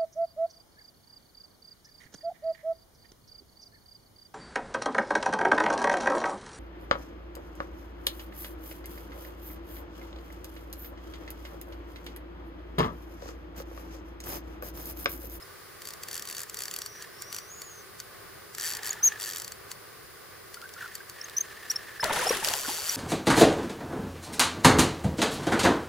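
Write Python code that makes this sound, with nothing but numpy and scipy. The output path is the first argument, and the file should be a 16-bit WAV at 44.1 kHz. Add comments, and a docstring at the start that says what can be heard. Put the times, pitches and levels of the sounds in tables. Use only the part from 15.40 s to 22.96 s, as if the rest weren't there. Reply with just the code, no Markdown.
"""A fishing reel ticks and buzzes in short pulls as a fish tugs line from a kayak on a quiet river.
Each tick is the pawl, a small catch in the reel's drag, dropping off a tooth and ringing the spool.
The gears whirr as the handle is cranked, and the tight line sings and squeaks in the rod's guides.
Near the end the fish thrashes at the surface and pulls out more line: trapped air plops and bubbles,
water slaps and spray falls. A soft outdoor rush, a hiss and a thin whine lie under it all."""
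import sys
import numpy as np
from scipy import signal
from scipy.fft import rfft, irfft, next_fast_len
from scipy.io import wavfile
from scipy.ndimage import uniform_filter1d, map_coordinates

SR = 44100
rng = np.random.default_rng(int(sys.argv[2]) if len(sys.argv) > 2 else 0)


def master(y):
    """Save y as 16-bit WAV."""
    cut = np.clip(np.atleast_2d(y).T, -1, 1)
    pcm = np.round(cut * 32767)  # scale
    wavfile.write(sys.argv[1], SR, pcm.astype(np.int16))


N = 333396

# Levels in the tables are relative: they compare the rows of one source.
# The drag slips by a single tooth: t/s, level/dB
SINGLE_TICKS = [(1.097, -27), (1.623, -26.5), (1.821, -22.5), (2.218, -26), (2.601, -24.5), (3.149, -26),
                (3.53, -23), (4.315, -22), (5.143, -27), (5.338, -32.5), (5.553, -23.5), (5.697, -28),
                (6.314, -18.5)]
# Tugs of the fish: t/s, length/s, teeth, lean (> 0: ends slower), ease (> 0: faster midway), level/dB
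FISH_TUGS = [(.419, .117, 6, -.07, 1.16, -28), (.634, .189, 10, -.34, 1.55, -24),
             (.853, .073, 6, -.2, .66, -26.5), (.949, .084, 7, -.07, .63, -24.5),
             (1.144, .137, 8, 0, .76, -23.5), (1.312, .149, 6, .29, .47, -23.2),
             (1.927, .058, 4, .09, .12, -23.2), (3.183, .186, 21, .12, 1.15, -22.6),
             (3.432, .060, 7, -.15, .58, -23.3), (3.799, .060, 7, 0, .29, -23.5),
             (3.868, .080, 9, .42, 0, -25), (3.960, .160, 8, .83, 0, -24.3), (7.040, .170, 26, .08, 0, -24),
             (7.217, .210, 33, -.05, .3, -25), (7.435, .123, 25, -.33, 0, -23.3)]
SPEED_DB, TOOTH_SCATTER_DB = 1.1, 0.85  # gain per doubling of speed; chance change per tooth
# The ways the pawl and spool ring: f/Hz, width/Hz, level/dB
SPOOL_RESONANCES = [(1410, 510, -3.5), (1835, 250, 1), (3340, 1500, -4.5), (4560, 115, 10),
                    (5780, 1200, 0.5), (7600, 620, 4), (9330, 470, 4.5), (11280, 980, -4.5),
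                    (12640, 1200, 1.5), (14700, 2800, -15)]
# Where the reel is heard: f/Hz, left minus right level/dB, lead of the left side/rad
REEL_DIRECTION = [(1500, 1.5, 0.73), (7450, 1, 0.62), (9040, 2, 2.5), (10900, 10, 0.25),
                  (12000, -1.5, -1.5)]

# The gear housing's low and high ring: f/Hz, width/Hz
HOUSING_RESONANCES = [(1470, 60), (1770, 270)]
# Spells of cranking: t/s, length/s, level/dB
CRANK_SPELLS = [(0.65, 0.4, -56.5), (1.52, 0.1, -48.5), (3.164, 0.42, -44.5), (3.635, 0.25, -46.5),
                (5.348, 0.1, -43.5), (5.72, 1.3, -47)]
SPIN_UP_S, RUN_DOWN_S = 0.063, 0.5  # time to come up to speed; time to fade by 60 dB
# Slack in the gears makes them rattle: t/s, number of knocks, level/dB
GEAR_RATTLES = [(5.17, 1, -36), (5.223, 3, -35), (5.364, 2, -37.5), (5.41, 4, -31), (5.604, 1, -36)]
KNOCK_GAP_S = .016

# The line slips in a guide: t/s, length/s, middle f/Hz, glide/octaves, level/dB
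LINE_SLIPS = [(0.021, 0.014, 5120, 0, -43.5), (3.502, .013, 6780, 0, -24.5),
              (3.625, 0.068, 6634, 0.00035, -18.5), (5.811, 0.0079, 5510, 0.16, -32),
              (5.839, 0.013, 6380, .05, -35.5), (5.964, 0.018, 5990, 0.091, -24.5),
              (5.979, .01, 6210, .08, -18.5), (6.003, 0.016, 6360, 0.01, -23),
              (6.297, 0.019, 5670, 0.18, -24), (6.356, .014, 5480, 0.14, -25.5),
              (6.599, 0.025, 5310, .11, -32), (6.865, 0.018, 5250, 0.14, -26.5),
              (6.887, .016, 5700, .05, -23), (7.490, .012, 5770, -0.17, -23)]
ARCH_OCT_PER_S = 2.25  # the longer a slip, the further its pitch sags at both ends
# The tight line slides: t/s, f/Hz, level/dB
LINE_SONG = [(1.40, 5680, -53), (1.60, 5800, -51.5), (1.68, 5230, -68), (1.80, 5400, -53),
             (1.94, 5930, -48), (2.06, 5760, -57), (2.12, 6680, -46.5), (2.25, 6850, -51),
             (2.42, 6130, -53)]

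# The tail sweeps the surface: t/s, length/s, churn level/dB, spray level/dB
TAIL_SWEEPS = [(6.622, 0.017, -30.5, -36.5), (6.69, 0.24, -31, -34), (7.019, 0.091, -36, -37),
               (7.271, 0.013, -39, -36)]
SWEEP_RISE_S, CHURN_T60_S, SPRAY_T60_S = 0.012, 0.45, 0.4  # T60: time to fade by 60 dB
SPRAY_LAG = 0.11  # share of a sweep's length that its spray spends in the air
WASH_DB, DRIZZLE_DB, SETTLE_T60_S = -13, -8, 5.6  # churn and spray that linger after a sweep
THUD_DB, THUD_HZ, THUD_T60_S = -14, 157, .35  # the thud's level is set against its sweep's churn
# Tone colour of churned water: f/Hz, level/dB
CHURN_SPECTRUM = [(30, -0.5), (260, -5), (390, -8), (1000, 0), (1900, 3), (2400, -5), (3600, -7.5),
                  (9000, -57)]
# Tone colour of falling spray: f/Hz, level/dB
SPRAY_SPECTRUM = [(800, -9), (3000, -2.5), (7300, 0), (8400, -1), (10000, 3.5), (15500, -10)]
# How alike the water sounds left and right: f/Hz, likeness (0 unrelated, 1 the same)
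WATER_LIKENESS = [(100, 0.67), (950, 0.87), (3800, 0.67), (15000, 0)]
# Large pockets of trapped air: t/s, starting f/Hz, level/dB, life/cycles, glide/octaves
AIR_POCKETS = [(6.597, 1540, -23.5, 21, 0.55), (6.631, 1000, -17.5, 26, -0.48),
               (6.652, 680, -25, 41, -0.51), (6.696, 1260, -16, 10, 0.067), (6.708, 935, -16, 15, -0.074),
               (6.868, 675, -16, 14, 0.66), (6.907, 448, -11, 8.1, 0.43), (7.073, 589, -23, 9.1, -0.018),
               (7.135, 842, -28.5, 35, 0.58), (7.247, 1480, -28, 35, -0.061),
               (7.283, 298, -28.5, 7.3, -0.16), (7.292, 860, -22, 14, -0.1)]
# Slaps of water, faint on the hull and hard from the tail: t/s, level/dB
WATER_SLAPS = [(5.216, -33.5), (5.291, -34), (5.478, -38), (5.58, -38), (5.897, -31.5), (6.642, -14.5),
               (6.97, -21.5), (7.047, -12.5), (7.074, -20), (7.086, -13), (7.137, -14)]
SLOSH_START_S, SLOSH_LENGTH_S, SLOSH_DB = 3.17, .5, -51.5

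# Tone colour of the outdoor rush: f/Hz, level/dB
AIR_SPECTRUM = [(20, -18), (100, 0.5), (270, -10), (400, 3), (560, -4), (920, -9), (1170, 0), (1370, -7.5),
                (1490, -1), (1620, -5), (2000, -5.5), (2400, -11.5), (8000, -27)]
# Tone colour of the steady hiss: f/Hz, level/dB
HISS_SPECTRUM = [(1500, -32), (3000, -9.5), (4900, -0.5), (5900, -7), (8400, -8), (9500, -1.5),
                 (15500, -17.5)]
# How alike rush and hiss sound left and right: f/Hz, likeness
AIR_LIKENESS = [(100, 0.39), (550, 0), (1600, 0.6), (5000, 0)]
WHINE_HZ, TOP_HZ = 14835, 15900


def reel_drag():
    """The pawl scrapes up each tooth, drops off it with a short chatter and rings the spool."""
    blows, t = np.zeros((2, N)), np.arange(-SR // 30, SR // 30) / SR  # the pawl drops at t = 0
    for s, db in tooth_strikes():
        chatter = rng.standard_normal(len(t)) * (t >= 0) * fade(t, 0.013)
        chatter += np.clip(rng.normal(0, 0.073), -1, 1) * np.roll(chatter, 1)  # duller or brighter
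        scrape = 0.02 * rng.standard_normal(len(t)) * fade(t, 0.095)
        echo = 0.022 * (t >= 0) * fade(t, 0.048) * rng.standard_normal((2, len(t)))  # off hull and angler
        add(blows, s + t[0], amp(db + 16) * (chatter / np.linalg.norm(chatter) + scrape + echo))
    spool = lambda f: sum((-1) ** k * amp(db) * resonance(f, hz, width)
                          for k, (hz, width, db) in enumerate(SPOOL_RESONANCES))
    sides, direction = np.array([[.5], [-.5]]), np.array(REEL_DIRECTION)
    balance = lambda f: amp(sides * value_at(direction[:, :2], f))
    lead = lambda f: np.exp(1j * sides * value_at(direction[:, ::2], f))
    return filtered(blows, lambda f: spool(f) * balance(f) * lead(f))


def tooth_strikes():
    """List t/s, level/dB for every tooth: the spool's speed changes in a tug, and fast teeth hit harder."""
    strikes = list(SINGLE_TICKS)
    for start, length, count, lean, ease, db in FISH_TUGS:
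        place = np.linspace(-1, 1, 2 * count - 1)  # teeth and the gaps between them, in turn
        slowness = np.exp(lean * place + ease * place ** 2)
        elapsed = np.append(0, np.cumsum(slowness[1::2]))
        speed = -np.log2(slowness[::2])
        levels = db + SPEED_DB * (speed - speed.mean()) + rng.normal(0, TOOTH_SCATTER_DB, count)
        strikes += zip(start + length * elapsed / elapsed[-1], levels)
    return strikes


def crank_gears():
    """Gear teeth rub unevenly and ring the housing's high note; loose knocks ring its low one."""
    (low_hz, low_width), (high_hz, high_width) = HOUSING_RESONANCES
    effort = sum(amp(db) * swell(s, length, SPIN_UP_S, RUN_DOWN_S) for s, length, db in CRANK_SPELLS)
    rub = rng.standard_normal(N) * amp(3.6 * wobble(130))
    housing = lambda f: resonance(f, high_hz, high_width) ** 2 + 0.28 * resonance(f, high_hz, 2000)
    whirr = unit_rms(filtered(rub, housing))
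    knocks, t = np.zeros(N), np.arange(SR // 30) / SR
    ring_shape = np.exp(-np.pi * low_width * t) * (1 - np.exp(-t / 0.0017))
    for s, count, db in GEAR_RATTLES:
        for k in range(count):
            ring = np.sin(2 * np.pi * low_hz * rng.normal(1, 0.041) * t) * ring_shape
            click = 0.11 * rng.standard_normal(len(t)) * fade(t, 0.016)
            add(knocks, s + k * KNOCK_GAP_S, amp(db + 4) * (ring + click))
    return effort * whirr + knocks


def line_squeaks():
    """The wet line sticks and slips: a wavering tone with a weak octave above it and a little rasp."""
    squeaks = np.zeros(N)
    waver, flutter = wobble(500), wobble(260)
    for s, length, middle_hz, glide, db in LINE_SLIPS:
        place = np.linspace(-.5, .5, int(length * SR))
        now = slice(int(s * SR), int(s * SR) + len(place))
        arch = ARCH_OCT_PER_S * length * np.sin(np.pi * place) ** 2
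        hz = middle_hz * 2 ** (glide * place - arch) * (1 + 0.01 * waver[now])
        phase = 2 * np.pi * np.cumsum(hz) / SR
        tone = np.sin(phase) + amp(-18) * np.sin(2 * phase) + amp(-27) * rng.standard_normal(len(place))
        soft_ends = signal.windows.tukey(len(place), min(.3 + .009 / length, 1))
        add(squeaks, s, np.sqrt(2) * amp(db + 1.3 * flutter[now]) * soft_ends * tone)
    t = np.arange(SR // 10) / SR
    hull_bounce = unit_rms(rng.standard_normal((2, len(t))) * fade(t, 0.18)) / np.sqrt(len(t))
    echo = amp(-20) * signal.fftconvolve(squeaks[None], hull_bounce, axes=1)[:, :N]
    return squeaks * amp([[.8], [-.8]]) + echo  # a little to the left


def line_song():
    """The tight line sings as it slides: a narrow hiss whose pitch follows its running speed."""
    times, pitches, levels = np.transpose(LINE_SONG)
    t = np.arange(N) / SR
    hz, db = np.interp(t, times, pitches), np.interp(t, times, levels)
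    running = uniform_filter1d(1. * (t > times[0]) * (t < times[-1]), size=SR // 20)
    blur = unit_rms(filtered(rng.standard_normal((2, N)), lambda f: 1 / (1 + (f / 225) ** 3)))
    phase = 2 * np.pi * np.cumsum(hz) / SR
    return running * amp(db) * (blur[0] * np.cos(phase) + blur[1] * np.sin(phase))


def splash():
    """Water churned by the tail rings with bubbles; thrown drops crackle as they land."""
    strokes = [(s, length, db) for s, length, db, _ in TAIL_SWEEPS]
    landings = [(s + SPRAY_LAG * length, length, db) for s, length, _, db in TAIL_SWEEPS]
    start, end = TAIL_SWEEPS[0][0], N / SR
    froth = lambda: rng.standard_normal((2, N)) * amp(3.1 * wobble(150))
    swarm = bubble_swarm(start, end, low_hz=348, high_hz=3540, cycles=18.2, range_db=11.5, count=600)
    drops = bubble_swarm(start, end, low_hz=2300, high_hz=14900, cycles=13, range_db=6, count=2500)
    churn = stereo(swarm + 1.5 * froth(), CHURN_SPECTRUM, WATER_LIKENESS)
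    spray = stereo(drops + 0.91 * froth(), SPRAY_SPECTRUM, WATER_LIKENESS)
    churn *= stirring(strokes, CHURN_T60_S, WASH_DB) / np.std(churn[:, int(start * SR):])
    spray *= stirring(landings, SPRAY_T60_S, DRIZZLE_DB) / np.std(spray[:, int(start * SR):])
    return (churn + spray) * amp([[.8], [-.8]])


def stirring(sweeps, t60, linger_db):
    """Loudness of stirred water: each sweep dies quickly and leaves a quiet part that settles slowly."""
    bursts = [amp(db) * swell(s, length, SWEEP_RISE_S, t60) for s, length, db in sweeps]
    remains = [amp(db + linger_db) * swell(s, length, SWEEP_RISE_S, SETTLE_T60_S)
               for s, length, db in sweeps]
    return np.linalg.norm(bursts + remains, axis=0)


def plops_and_slaps():
    """The tail traps large air pockets that ring; water slaps with a short crack."""
    plops, cracks, t = np.zeros(N), np.zeros((2, N)), np.arange(SR // 30) / SR
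    for s, hz, db, cycles, glide in AIR_POCKETS:
        add(plops, s, amp(db) * bubble(hz, cycles, glide))
    for s, db in WATER_SLAPS:
        noise = rng.standard_normal(len(t)) + 0.9 * rng.standard_normal((2, len(t)))
        add(cracks, s, amp(db + 5) * np.tanh(noise) * fade(t, 0.016))
    return plops + filtered(cracks, lambda f: resonance(f, hz=3700, width=4100))


def bubble(hz, cycles, glide):
    """An air pocket rings and dies away while its pitch moves by `glide` octaves."""
    age = np.arange(int(SR * cycles / hz) + 2) * hz / SR / cycles  # runs from 0 to 1
    phase = 2 * np.pi * np.cumsum(hz * 2 ** (glide * age)) / SR
    return np.sin(phase) * amp(-40 * age) * (1 - np.exp(-age / 0.083)) * 1.42


def bubble_swarm(start, end, low_hz, high_hz, cycles, range_db, count):
    """Small bubbles ring at random times and pitches, in two unrelated tracks."""
    pair = np.zeros((2, N))
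    for track in pair:
        for when, pitch, size, life in rng.random((count, 4)):
            ring = bubble(low_hz * (high_hz / low_hz) ** pitch, cycles * (.5 + life), glide=0.29)
            add(track, start + when * (end - start), amp(range_db * size ** 2) * ring)
        track /= np.std(track[int(start * SR):int(end * SR)])
    return pair


def tail_thuds():
    """Each sweep first shoves the water aside with a dull thud."""
    shove = sum(amp(db + THUD_DB) * swell(s, SWEEP_RISE_S, SWEEP_RISE_S, THUD_T60_S)
                for s, _, db, _ in TAIL_SWEEPS)
    rumble = filtered(rng.standard_normal(N), lambda f: resonance(f, THUD_HZ, 2 * THUD_HZ) ** 2)
    return shove * unit_rms(rumble)


def hull_slosh():
    """Water gurgles softly along the hull as the boat is pulled round."""
    start, length = SLOSH_START_S, SLOSH_LENGTH_S
    gurgle = bubble_swarm(start, start + 2 * length, 694, 1780, cycles=14, range_db=6, count=120)
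    water = stereo(gurgle + 2.1 * rng.standard_normal((2, N)), CHURN_SPECTRUM, WATER_LIKENESS)
    water /= np.std(water[:, int(start * SR):int((start + length) * SR)])
    return amp(SLOSH_DB) * swell(start, length, rise=0.17, t60=1.0) * water


def background():
    """A soft, wavering outdoor rush, a steady hiss and a thin electronic whine."""
    air_gain = amp(-49 + 0.66 * wobble(4.46))
    air = air_gain * stereo(rng.standard_normal((2, N)), AIR_SPECTRUM, AIR_LIKENESS)
    hiss = amp(-54) * stereo(rng.standard_normal((2, N)), HISS_SPECTRUM, AIR_LIKENESS)
    whine = amp(-57.5) * np.sin(2 * np.pi * WHINE_HZ * np.arange(N) / SR)
    return air + hiss + whine


def amp(db):
    """Turn decibels into a gain to multiply by."""
    return 10 ** (np.asarray(db) / 20)


def unit_rms(x):
    """Scale a signal so that its average strength (rms) is 1."""
    return x / np.sqrt(np.mean(x ** 2) + 1e-20)


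def fade(t, t60):
    """A gain that falls by 60 dB for every t60 seconds away from t = 0."""
    return amp(-60 * np.abs(t) / t60)


def swell(start, length, rise, t60):
    """A gain that rises from start, holds until length has passed and then dies away."""
    t = np.arange(N) / SR - start
    return np.clip(t / rise, 0, 1) * fade(np.maximum(t - length, 0), t60)


def wobble(rate):
    """A smooth curve through `rate` random values a second."""
    return map_coordinates(rng.standard_normal(int(N * rate / SR) + 4), [np.arange(N) * rate / SR])


def value_at(points, hz):
    """Read between the rows of an f/Hz, value table, on a log frequency scale."""
    f, values = np.transpose(points)
    return np.interp(np.log(hz + 1), np.log(f + 1), values)


def add(track, s, sound):
    """Mix a sound into a track at s seconds."""
    room = track[..., max(round(s * SR), 0):][..., :sound.shape[-1]]
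    room += sound[..., :room.shape[-1]]


def filtered(x, response):
    """Multiply each frequency f in x by response(f)."""
    size = next_fast_len(N + SR // 2)
    return irfft(rfft(x, size) * response(np.fft.rfftfreq(size, 1 / SR)), size)[..., :N]


def resonance(f, hz, width):
    """The response of something that rings at hz; a smaller width rings longer."""
    return 1j * f * width / (hz * hz - f * f + 1j * f * width)


def stereo(pair, spectrum, likeness):
    """Blend two unrelated signals into left and right with a given tone colour, at rms 1."""
    angle = lambda f: np.arccos(np.clip(value_at(likeness, f), -1, 1)) / 2
    shares = lambda f: [np.cos(angle(f)), np.sin(angle(f))]
    mid, side = filtered(pair, lambda f: amp(value_at(spectrum, f)) * shares(f))
    return unit_rms(np.array([mid + side, mid - side]))


def scene():
    """Reel and line close by, the fish beside the boat."""
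    tackle = reel_drag() + crank_gears() + line_squeaks() + line_song()
    water = hull_slosh() + splash() + tail_thuds() + plops_and_slaps()
    return tackle + water + background()


def record(dry):
    """Cut away the treble above TOP_HZ."""
    return filtered(dry, lambda f: f < TOP_HZ)


dry = scene()
out = record(dry)
master(out)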